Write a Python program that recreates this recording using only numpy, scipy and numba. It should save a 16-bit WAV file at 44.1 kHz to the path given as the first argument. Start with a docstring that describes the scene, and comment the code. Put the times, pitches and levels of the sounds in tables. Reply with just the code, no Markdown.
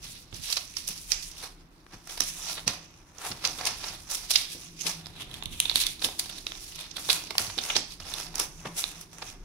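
"""Hands unfold a thin paper leaflet, put it down, then unfold a stiffer glossy one, under a phone in a bedroom.
Creases snap as ragged noise bursts; sheets rub and crackle as noise shaped by tiny slips; swung sheets push
low puffs of air. The small room answers the paper, over a low wavering rumble and a faint hiss throughout.
The phone's two microphone ports ring at different pitches."""
import sys
import numpy as np
from scipy import signal
from scipy.fft import rfft, irfft, next_fast_len
from scipy.io import wavfile
from scipy.ndimage import uniform_filter1d
from numba import njit

SR = 44100
rng = np.random.default_rng(int(sys.argv[2]) if len(sys.argv) > 2 else 0)


def bounce(signal):
    """Save signal as a 16-bit WAV file at the path given by the first command-line argument."""
    frames = np.transpose(np.atleast_2d(signal))
    limited = np.clip(frames, -1, 1)
    pcm = np.round(limited * 32767).astype(np.int16)
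    wavfile.write(sys.argv[1], SR, pcm)


N = 416372  # length in samples

# Snapping creases. Each row: peak time in seconds, ring peak in dB, sheet ring in Hz, flap in dB re ring,
# crispness in dB re ring, decay in seconds per 60 dB, left minus right in dB.
CREASE_SNAPS = [(.3277, -42, 3630, 1, -11, 0.014, -14), (.3455, -33.5, 5440, -21, -4, 0.036, -9),
                (0.502, -27, 4810, -8, -2, .028, -13), (0.527, -16, 4460, -15.5, 0, 0.018, -7),
                (.5711, -14.5, 4700, -15, -12, 0.035, -2.5), (0.7693, -16.5, 5130, -22, -13, .013, -10),
                (.784, -36, 5120, -24, -8, .02, -7), (.877, -27.5, 5050, -20, 8, 0.024, -10),
                (0.8885, -26.5, 5200, -14, 10, 0.032, 2), (.978, -32, 5100, -28, -4, 0.036, -2),
                (1.109, -31, 5200, -19, 3, .015, -10), (1.1194, -7.5, 4940, -26.5, -10, 0.018, -8.5),
                (1.2291, -33.5, 5240, -26, 1, 0.11, -13), (1.316, -36.5, 5200, -20, 0, 0.02, -7),
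                (1.4406, -28.5, 4500, -5.5, -2, 0.11, 0.5), (1.866, -46.5, 4500, 6, -10, .012, 5),
                (2.0735, -35, 5620, -1, 4.5, .014, -2), (2.176, -28, 4800, -5.5, -0.5, 0.036, 1),
                (2.206, -8.5, 5330, -10.5, -1, 0.012, -4), (2.5811, -26.5, 3800, -4, -24, 0.084, 1),
                (2.6785, -4, 5080, -17, -15, 0.044, 1), (3.1843, -35.5, 5950, -23, -10, 0.0096, -16),
                (3.3157, -20.5, 4900, -9, -21, 0.027, 3), (3.442, -24.5, 5000, -2, -9, 0.032, 2),
                (3.4517, -9.5, 5000, -26, -16, 0.026, 0), (3.4745, -17, 5860, -25, -10, .011, -3),
                (3.5899, -29, 4000, -7, -18, .04, 4), (3.611, -25.5, 5010, -1, -15, 0.025, -2),
                (3.655, -13.5, 5600, -28, -1, .008, -2), (3.67, -12, 5100, -11, -4, 0.047, 5.5),
                (3.842, -23.5, 4960, -4.5, -14, 0.052, -1), (3.8854, -29, 5100, -18, -10, 0.033, -7),
                (4.102, -28, 5200, -17, 3, .02, -4), (4.113, -28, 5030, -12, 10, .045, -4),
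                (4.3094, -12.5, 4750, -16.5, 1.5, 0.055, -2), (4.3376, -18, 4500, -28, -8, .012, -12),
                (4.359, -0.5, 4700, -29, -24, .019, -1), (4.8133, -24.5, 6460, -27, -6, 0.076, -7),
                (4.8673, -14.5, 4900, -17, -8, 0.06, 11.5), (5.0594, -28.5, 4420, -17, -15, 0.0059, -7),
                (5.0685, -35, 4600, -1.5, 0, 0.0079, -13), (5.3133, -36.5, 3560, -19, -1, 0.012, -7),
                (5.342, -24.5, 3650, -29, -1.5, 0.023, -1), (5.4254, -26.5, 3320, -2, -21, 0.0063, -7),
                (5.436, -32, 3890, -17, 2, 0.0092, 8), (5.4577, -20.5, 3720, -25, 0.5, 0.007, 0),
                (5.602, -8, 3640, -24, 7.5, 0.0075, 1), (5.656, -17.5, 3440, -15, -7, .018, -5),
                (5.697, -12, 3900, -23, -10, 0.0035, -7), (5.7143, -21.5, 3600, -9, -16, 0.0082, -9),
                (5.758, -4.5, 4100, -20, 2, 0.0052, -3), (5.8166, -17, 4130, -24, -3, 0.034, -2),
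                (5.8368, -19, 4100, -26, -7, 0.018, -9), (5.867, -9.5, 3990, -35, -3, .018, -2),
                (5.995, -33.5, 4120, -21, -15, .009, -11), (6.0211, -23, 4080, -9, -9, .025, -1),
                (6.0453, -17.5, 3500, -26, -0.5, 0.021, -7), (6.0885, -32.5, 3600, 7, -15, 0.011, 0),
                (6.1955, -13.5, 4530, -22, 4, 0.02, 1.5), (6.2602, -35, 4400, -3, -13, 0.021, 0),
                (6.298, -27.5, 3770, -11.5, -2, 0.029, 2), (6.3837, -32, 4130, -15, 0, .04, 0),
                (6.4677, -17, 4140, -9, -17, 0.0097, 0.5), (6.52, -24.5, 3130, -2.5, -27, 0.0061, -2),
                (6.553, -35.5, 3910, -5, -6, .018, -2), (6.7562, -35, 5030, -15, 4, 0.046, -9),
                (6.8106, -25, 4760, -15, -1, 0.014, 1), (6.9128, -34, 5380, -29, -15, 0.023, -11),
                (6.9664, -25.5, 3830, -9, 0, 0.032, -4.5), (6.982, -36.5, 4000, 5, -10, 0.022, -2),
                (7.091, -18.5, 4200, -2, -10, 0.014, 1), (7.102, -7, 3930, -11.5, -10, .02, -3.5),
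                (7.1298, -13, 5000, -23, 3, 0.013, -2), (7.2384, -31, 5390, -8.5, -7, 0.031, -7),
                (7.308, -23.5, 4730, 0, -4, 0.033, -3), (7.353, -32, 3280, 7, -22, 0.033, 2),
                (7.382, -3, 4570, -17.5, -4.5, 0.0051, -2), (7.3932, -28, 4830, 3, 2, 0.027, 5),
                (7.466, -27, 4700, -12, -4, 0.06, -8), (7.501, -31, 4300, 1, -10, .025, -1),
                (7.58, -21, 4500, -12, -7.5, .012, -6), (7.5873, -16.5, 3860, -8, -25, 0.027, -2),
                (7.638, -28, 5200, -24, -15, .018, -14), (7.703, -16.5, 3100, -10.5, -30, 0.036, -1),
                (7.7561, -15.5, 4270, -16, -13, 0.024, 4), (7.7659, -1, 5150, -20, -22, 0.013, -2.5),
                (8.002, -30.5, 4800, -5.5, -8, 0.019, -5), (8.121, -35.5, 4000, 6, -12, .015, -3),
                (8.1389, -24, 3700, -29, 1, 0.015, -8.5), (8.2006, -29, 5100, 2.5, 0, 0.038, -1),
                (8.2671, -32.5, 4950, -5, -8, 0.014, -7), (8.343, -36.5, 4000, 6, -13, 0.013, 0),
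                (8.3562, -21.5, 5400, -26, 6.5, 0.028, -3), (8.3827, -25, 5520, -9, 1, 0.015, -5),
                (8.3984, -15.5, 5900, -7, 8.5, 0.015, -0.5), (8.6568, -45, 3250, 17.5, 4, 0.03, -1),
                (8.8406, -12, 3900, -9.5, -15, .005, -1.5), (9.0126, -35, 5470, -7.5, 5.5, 0.045, -2),
                (9.132, -38, 5500, -1, 3, 0.018, 0), (9.1838, -35, 5880, -4, 2, 0.0099, 2),
                (9.2237, -26.5, 4500, -1.5, -19, 0.03, -1)]
BUILD_SHARE = 0.62  # build-up of a snap as a share of its decay


def snaps():
    """A crease buckles in a ragged run of slips that builds to one crack and dies fast; the sheet rings and flaps."""
    size, lead = 4096, 1536  # samples in a snap, and those before its crack
    out = np.zeros((2, N + size))
    t = (np.arange(size) - lead) / SR
    for peak_s, ring_db, ring_hz, flap_db, crisp_db, t60, pan_db in CREASE_SNAPS:
        build = -t / max(BUILD_SHARE * t60, 1e-3)
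        die = t / max(t60, .003)
        fade = decay(np.where(t < 0, build, die), 1)
        crack = 1.7 * (t >= 0) * np.exp(-np.abs(t) / 0.0001)
        # a steady floor keeps the run going between slips
        run = fade * (1.11 + crackle(size, 0.0077, 1.28, 0.0013)) + crack
        ring = band(run * pair((size,), 0.056), ring_hz, 2.28)
        body = 0.27 * band(run * pair((size,), 0.031), 2780, 1.0)
        crisp = band(run * pair((size,), 0.025), 9100, 0.79)
        gains = undb([ring_db, ring_db + crisp_db, ring_db + flap_db])
        layers = [ring + body, crisp, flap(run)]
        snap = sum(gain * x / np.abs(x).max() for gain, x in zip(gains, layers))
        start = max(int(peak_s * SR) - lead, 0)
        out[:, start:start + size] += snap * sides(pan_db)[:, None]
    return out[:, :N]


def flap(grain):
    """The whole sheet flexes: its bass reaches both ports alike, its upper part does not."""
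    bass = band(grain * pair(grain.shape, 1.0), 842, 0.63)
    upper = band(grain * pair(grain.shape, 0.05), 1320, 0.57)
    return bass + 0.54 * upper


# Rubbing strokes, each a swell and a fade. Each row: peak time in seconds, ring level in dB at the peak,
# rise and fall in seconds per 20 dB, flap in dB re ring, crispness in dB re ring.
RUB_STROKES = [(0.044, -45, 0.032, 0.18, -12.5, 0.5), (.18, -47, 0.19, 0.061, -31, 1),
               (0.359, -43.5, 0.049, 0.076, -17, -3), (.44, -40, 0.034, 0.21, -20, 6.5),
               (.53, -36.5, 0.16, 0.17, -14, -7), (.79, -47, 0.19, 0.29, -27, 3.5),
               (.89, -41, 0.047, .17, -15, 0), (1.13, -37, 0.06, 0.12, -14, 0.5),
               (1.24, -48.5, .15, 0.18, -27, 2), (1.37, -46.5, .06, 0.097, -9, 3.5),
               (1.451, -45, 0.23, .08, -9, -5), (1.6, -65, 0.11, 0.087, 0, -1),
               (1.78, -71, 0.72, 0.61, -3, -2), (1.939, -51.5, 0.045, 0.07, 3, 0),
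               (2.1, -41, 0.033, 0.11, -4.5, 0), (2.22, -33.5, 0.039, 0.13, -9, -2),
               (2.29, -41.5, 0.14, 0.083, -24, 6.5), (2.511, -37, 0.35, 0.11, -9, 0.5),
               (2.69, -36, 0.028, 0.097, -2, -8), (2.85, -56.5, .1, 0.41, -5, -5.5),
               (3.261, -48.5, 0.14, 0.22, 3, 5), (3.46, -35.5, 0.067, 0.14, -4.5, -1),
               (3.61, -46, 0.057, 0.13, 6, -23), (3.679, -36.5, 0.1, 0.11, -7, -4),
               (3.86, -41.5, 0.13, 0.21, -4, -0.5), (4.121, -36, 0.056, 0.15, -8, 3),
               (4.24, -42.5, 0.063, 0.05, -6, -4), (4.36, -29.5, 0.095, 0.11, -15, -0.5),
               (4.53, -43, 0.095, 0.077, -22, -3), (4.66, -48, 0.23, 0.12, -15, -2),
               (4.82, -45, 0.094, .1, -24, 0), (4.879, -29.5, 0.037, 0.077, -6, -2),
               (5.0, -57, 0.11, .4, 0.5, -1), (5.22, -41.5, 0.079, 0.049, -9.5, -5.5),
               (5.36, -51.5, .15, 0.18, -1.5, -0.5), (5.53, -44.5, 0.035, 0.062, -12, -1.5),
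               (5.6, -48, 0.039, 0.46, -12, -2), (5.7, -44.5, 0.17, .2, -11, 1.5),
               (5.77, -29, 0.043, 0.14, -18.5, 1), (5.87, -38, 0.17, 0.053, -12.5, 4.5),
               (6.05, -35.5, 0.047, 0.11, -4, 2), (6.21, -44, 0.053, 0.12, -6, 6.5),
               (6.38, -45.5, .3, 0.076, -14, -7), (6.48, -50.5, .03, 0.48, -11, -1),
               (6.69, -48.5, 0.58, 0.15, -12.5, -1.5), (6.82, -44, 0.18, 0.2, -9.5, 0.5),
               (6.99, -44, 0.028, 0.35, -6.5, 5), (7.05, -45.5, 0.093, .1, -15, -2),
               (7.115, -32.5, 0.045, 0.11, -6.5, -1), (7.27, -44, 0.21, .15, -16, -2),
               (7.4, -43, 0.034, 0.45, -4, 2), (7.6, -46, .2, .2, -18, -9),
               (7.72, -39.5, 0.38, 0.12, -9, -7), (7.77, -30.5, 0.055, 0.082, -16, -4),
               (7.94, -49.5, .4, .04, -23, 0), (8.015, -51.5, .015, 0.2, 2, 5),
               (8.1, -42.5, 0.098, 0.092, -19, 1), (8.19, -40, 0.2, 0.16, -5.5, -3),
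               (8.36, -51, 0.039, .1, 6, -4), (8.41, -31, 0.053, 0.055, -4, -0.5),
               (8.6, -52, .2, 0.11, -6.5, -5), (8.67, -48.5, 0.04, 0.063, 1, -3),
               (8.79, -42.5, 0.083, 0.24, -5.5, 3), (8.99, -55, 0.19, 0.15, -5, -8),
               (9.15, -56, 0.06, 0.44, -2.5, -3), (9.29, -46.5, 0.087, 0.063, -7, 1.5)]


def strokes():
    """Gains of ring, flap and crisp part: the powers of all strokes add up."""
    t, power = np.arange(0, N, 32) / SR, 0  # every 32nd sample is fine enough
    for peak_s, ring_db, rise, fall, flap_db, crisp_db in RUB_STROKES:
        before, after = (peak_s - t) / max(rise, .01), (t - peak_s) / max(fall, .01)
        slope_db = -20 * np.where(t < peak_s, before, after)
        part_db = np.array([[0], [flap_db], [crisp_db]])
        power = power + undb(ring_db + slope_db + part_db) ** 2
    return [np.interp(np.arange(N) / SR, t, np.sqrt(p)) for p in power]


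# Ring of the rubbed sheet, lower while the glossy leaflet is still folded.
# Each row: time in seconds, centre of the ring in Hz.
RUBBED_SHEET_RING = [(0, 4800), (1.2, 5180), (2.0, 4900), (2.35, 5630), (2.65, 4960), (4.3, 5140),
                     (4.8, 5470), (5.2, 3640), (6.05, 4180), (6.25, 4770), (8.3, 5100), (8.6, 5800),
                     (9.44, 5500)]
RUB_PAN_DB = 0.5  # left minus right


def rub():
    """Fibres slip in dense tiny ticks under sparser creaks of uneven size; their patter comes in gusts."""
    (hz,) = columns(RUBBED_SHEET_RING)
    gain, flap_gain, crisp_gain = strokes()
    ticks = crackle(N, .02, 4.0, .0015)
    creaks = crackle(N, .002, 3.5, .002)
    gusts = undb(1.5 * walk(45) + 1.0 * walk(14))
    grain = unit(ticks + 0.44 * creaks + 1.6) * gusts
    # the bend of the sheet keeps shifting its ring, in octaves
    bend = 0.13 * walk(12)
    ring = unit(band(grain * pair((N,), 0), hz * 2 ** bend, 1.95))
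    # a narrow crackling band whose pitch hops at random every 384 samples
    hop = np.repeat(rng.standard_normal(N // 384 + 1), 384)[:N]
    slips = crackle(N, .006, 2.5, .0015)
    hopping = undb(-7) * unit(band(slips * pair((N,), 0), hz * 2 ** (0.46 * hop), 4.1))
    # body, crisp part and flap each waver in level by themselves
    body = undb(-7.5 + 2.0 * walk(10)) * unit(band(grain * pair((N,), 0), 2670, 1.0))
    crisp = crisp_gain * undb(3.65 * walk(30)) * unit(band(grain * pair((N,), 0), 8150, 0.59))
    flex = flap_gain * undb(2.0 * walk(25)) * unit(flap(grain))
    # the hands drift a little from side to side
    place = sides(RUB_PAN_DB + 0.77 * walk(3.03))
    return (gain * (ring + hopping + body) + crisp) * place + flex


# Puffs of air from swung sheets.
# Each row: start in seconds, peak in dB, pitch in Hz, left minus right in dB.
AIR_PUFFS = [(.324, -41, 129, -11), (0.381, -45, 83.4, -20), (.892, -42.5, 200, -1), (1.929, -41.5, 130, 2),
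             (2.201, -34.5, 164, 1), (2.664, -29, 128, -0.5), (3.3, -36, 137, 1), (4.547, -39.5, 241, 2),
             (4.848, -34.5, 262, 3), (5.454, -41, 80.7, -19), (5.51, -43, 80, -19), (5.647, -45, 99.6, -4),
             (5.752, -39, 191, 4), (6.037, -32.5, 240, 1), (7.395, -38.5, 118, 2), (7.473, -38, 88.8, 3),
             (7.57, -34, 306, 1), (7.752, -28, 301, 3), (8.001, -45.5, 80.7, -5), (8.406, -36, 302, 1),
             (8.649, -32, 192, 1)]
PUFF_T60_S = 0.18


def puffs():
    """Soft low bumps of pushed air: noise with a quick swell and a slower fade, in a wide low band."""
    size = 8192
    out, t = np.zeros((2, N + size)), np.arange(size) / SR
    for start_s, peak_db, hz, pan_db in AIR_PUFFS:
        swell = np.minimum(t / 0.0048, 1) * decay(t, PUFF_T60_S)
        puff = band(swell * pair((size,), 1.0), hz, 0.66)
        puff = undb(peak_db) * puff / np.abs(puff).max()
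        start = int(start_s * SR)
        out[:, start:start + size] += puff * sides(pan_db)[:, None]
    return out[:, :N]


ROOM_T60_S, ROOM_TREBLE_T60_S, ROOM_DB = .4, .32, -10


def room(x):
    """Dense echoes start after a millisecond or two; treble dies first, bass is partly alike at both ports."""
    t = np.arange(SR // 2) / SR
    split = signal.butter(1, 1500, fs=SR)
    start = np.clip(t / 0.0012 - 1, 0, 1)
    low = signal.lfilter(*split, pair(t.shape, 0.52)) * decay(t, ROOM_T60_S)
    noise = pair(t.shape, 0)
    high = (noise - signal.lfilter(*split, noise)) * decay(t, ROOM_TREBLE_T60_S)
    echoes = unit(start * (2.0 * low + high)) / np.sqrt(len(t))
    return undb(ROOM_DB) * signal.fftconvolve(x, echoes, axes=1)[:, :N]


# Slow course of the rumble. Each row: time in seconds, then the levels in dB
# of the deepest part, the low part, the drone and the upper bass, about which each wavers.
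RUMBLE_LEVELS = [(0, -56, -54, -83, -67), (.94, -56, -62.5, -63.5, -68.5), (1.57, -55, -60.5, -68.5, -64.5),
                 (2.73, -58, -56.5, -57.5, -58.5), (3.15, -64, -61, -72.5, -68), (3.5, -57, -54, -58, -57),
                 (4.29, -56.5, -55, -68, -63), (4.89, -59, -56, -53.5, -63), (5.3, -54.5, -53, -68, -62),
                 (5.81, -53, -54.5, -60.5, -57), (6.8, -56.5, -59, -63.5, -64),
                 (7.1, -64, -52.5, -53.5, -57.5), (7.8, -51, -56, -61.5, -59.5),
                 (8.47, -52, -57, -54.5, -55), (9.12, -63, -57, -61, -62), (9.44, -54, -54.5, -65, -56.5)]
# The four parts in the same order. Each row: centre in Hz, width of each of two filter passes in Hz.
RUMBLE_PARTS = [(31, 20.6), (80, 160), (165, 20), (310, 132)]
RUMBLE_ALIKE = 0.94  # likeness of the two ports


def rumble():
    """Four bands of low noise, nearly alike at both ports, each wavering in level."""
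    out = 0
    for level_db, (hz, width) in zip(columns(RUMBLE_LEVELS), RUMBLE_PARTS):
        alike = RUMBLE_ALIKE - 0.066 * (hz < 130)  # a little less alike in the depths
        waver_db = 2.2 * walk(2.98)
        out = out + undb(level_db + waver_db) * unit(band(pair((N,), alike), hz, hz / width))
    return out


# Colour of the hiss. Each row: frequency in Hz, relative density in dB per Hz.
HISS_COLOUR = [(240, -39), (400, -9), (520, 3), (1070, 7.5), (1760, 1), (5520, -25), (14600, -12),
               (16000, -21)]
HISS_DB = -65  # rms


def hiss():
    """Faint even noise, coloured in the spectrum and almost unrelated between the ports."""
    hz, db = np.transpose(HISS_COLOUR)
    size = next_fast_len(N)
    f = np.maximum(np.fft.rfftfreq(size, 1 / SR), 1)
    colour = undb(np.interp(np.log(f), np.log(hz), db))
    noise = irfft(rfft(pair((size,), 0.033)) * colour, size)[:, :N]
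    return undb(HISS_DB) * unit(noise)


def crackle(size, share, spread_db, tail_s):
    """Envelope of sparse slips with uneven sizes, each with a short tail; giants are rare and capped."""
    chance = rng.random((2, size))
    sizes = undb(spread_db * np.minimum(-np.log(chance[1] + 1e-9), 4))
    ticks = (chance[0] < share) * sizes
    return unit(signal.lfilter([1], [1, -np.exp(-1 / (tail_s * SR))], ticks))


def undb(db):
    """dB to gain."""
    return 10 ** (np.asarray(db) / 20)


def unit(x):
    """Scale to rms 1."""
    return x / np.sqrt(np.mean(x ** 2) + 1e-30)


def decay(t, t60):
    """Exponential fade by 60 dB in t60."""
    return np.exp(-np.log(1000) * t / t60)


@njit
def svf(x, g, q):
    """State-variable band-pass with a moving centre g = tan(pi f / SR), gain 1 there."""
    y, b, l, k = np.empty(len(x)), 0., 0., 1 / q
    for i in range(len(x)):
        v = (b + g[i] * (x[i] - l)) / (1 + g[i] * (g[i] + k))
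        b, l, y[i] = 2 * v - b, l + 2 * g[i] * v, k * v
    return y


def band(x, hz, q):
    """Band-pass each channel twice, for steep skirts."""
    g = np.tan(np.pi * np.clip(hz, 10, .45 * SR) / SR) + np.zeros(x.shape[-1])
    return np.array([svf(svf(row, g, 1. * q), g, 1. * q) for row in x])


def walk(rate):
    """Random levels held 1 / rate s and smoothed twice; scaled to rms 1."""
    k = max(int(SR / rate), 1)
    steps = np.repeat(rng.standard_normal(N // k + 1), k)
    return unit(uniform_filter1d(uniform_filter1d(steps, k), k)[:N])


def pair(shape, alike):
    """Noise for both ports with the given likeness, from 0 (unrelated) to 1 (the same)."""
    mid, side = rng.standard_normal((2, *shape))
    alike = np.clip(alike, 0, 1)
    shared, apart = np.sqrt(1 + alike) * mid, np.sqrt(1 - alike) * side
    return np.array([shared + apart, shared - apart]) / np.sqrt(2)


def columns(table):
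    """Curve columns at every sample."""
    s, *cols = np.transpose(table)
    return [np.interp(np.arange(N) / SR, s, c) for c in cols]


def sides(pan_db):
    """Gains of the two ports for a left minus right level."""
    return undb(np.array([pan_db, -pan_db]) / 2)


def scene():
    """Paper, its room echo, the puffs and the background."""
    paper = snaps() + rub()
    return paper + room(paper) + puffs() + rumble() + hiss()


# Resonances of the two microphone ports.
# Each row: centre in Hz, width in Hz, lift (or dip, if negative) in dB.
LEFT_PORT_BANDS = [(2610, 730, 7.5), (5300, 7700, -9), (9970, 2200, 7), (12500, 5400, -7)]
RIGHT_PORT_BANDS = [(3614, 800, 7), (5870, 890, 5.5), (8480, 2700, -3.5)]
TOP_HZ = 15700


def record(dry):
    """Each port lifts or dips its own bands; the loudest cracks are rounded and the top is cut."""
    out = []
    for x, port in zip(dry, (LEFT_PORT_BANDS, RIGHT_PORT_BANDS)):
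        for hz, width, db in port:
            g = np.full(N, np.tan(np.pi * hz / SR))
            x = x + (undb(db) - 1) * svf(x, g, hz / width)
        out.append(np.tanh(x / .8) * .8)
    return signal.sosfilt(signal.ellip(10, .2, 90, TOP_HZ, fs=SR, output="sos"), out)


dry = scene()
out = record(dry)
bounce(out)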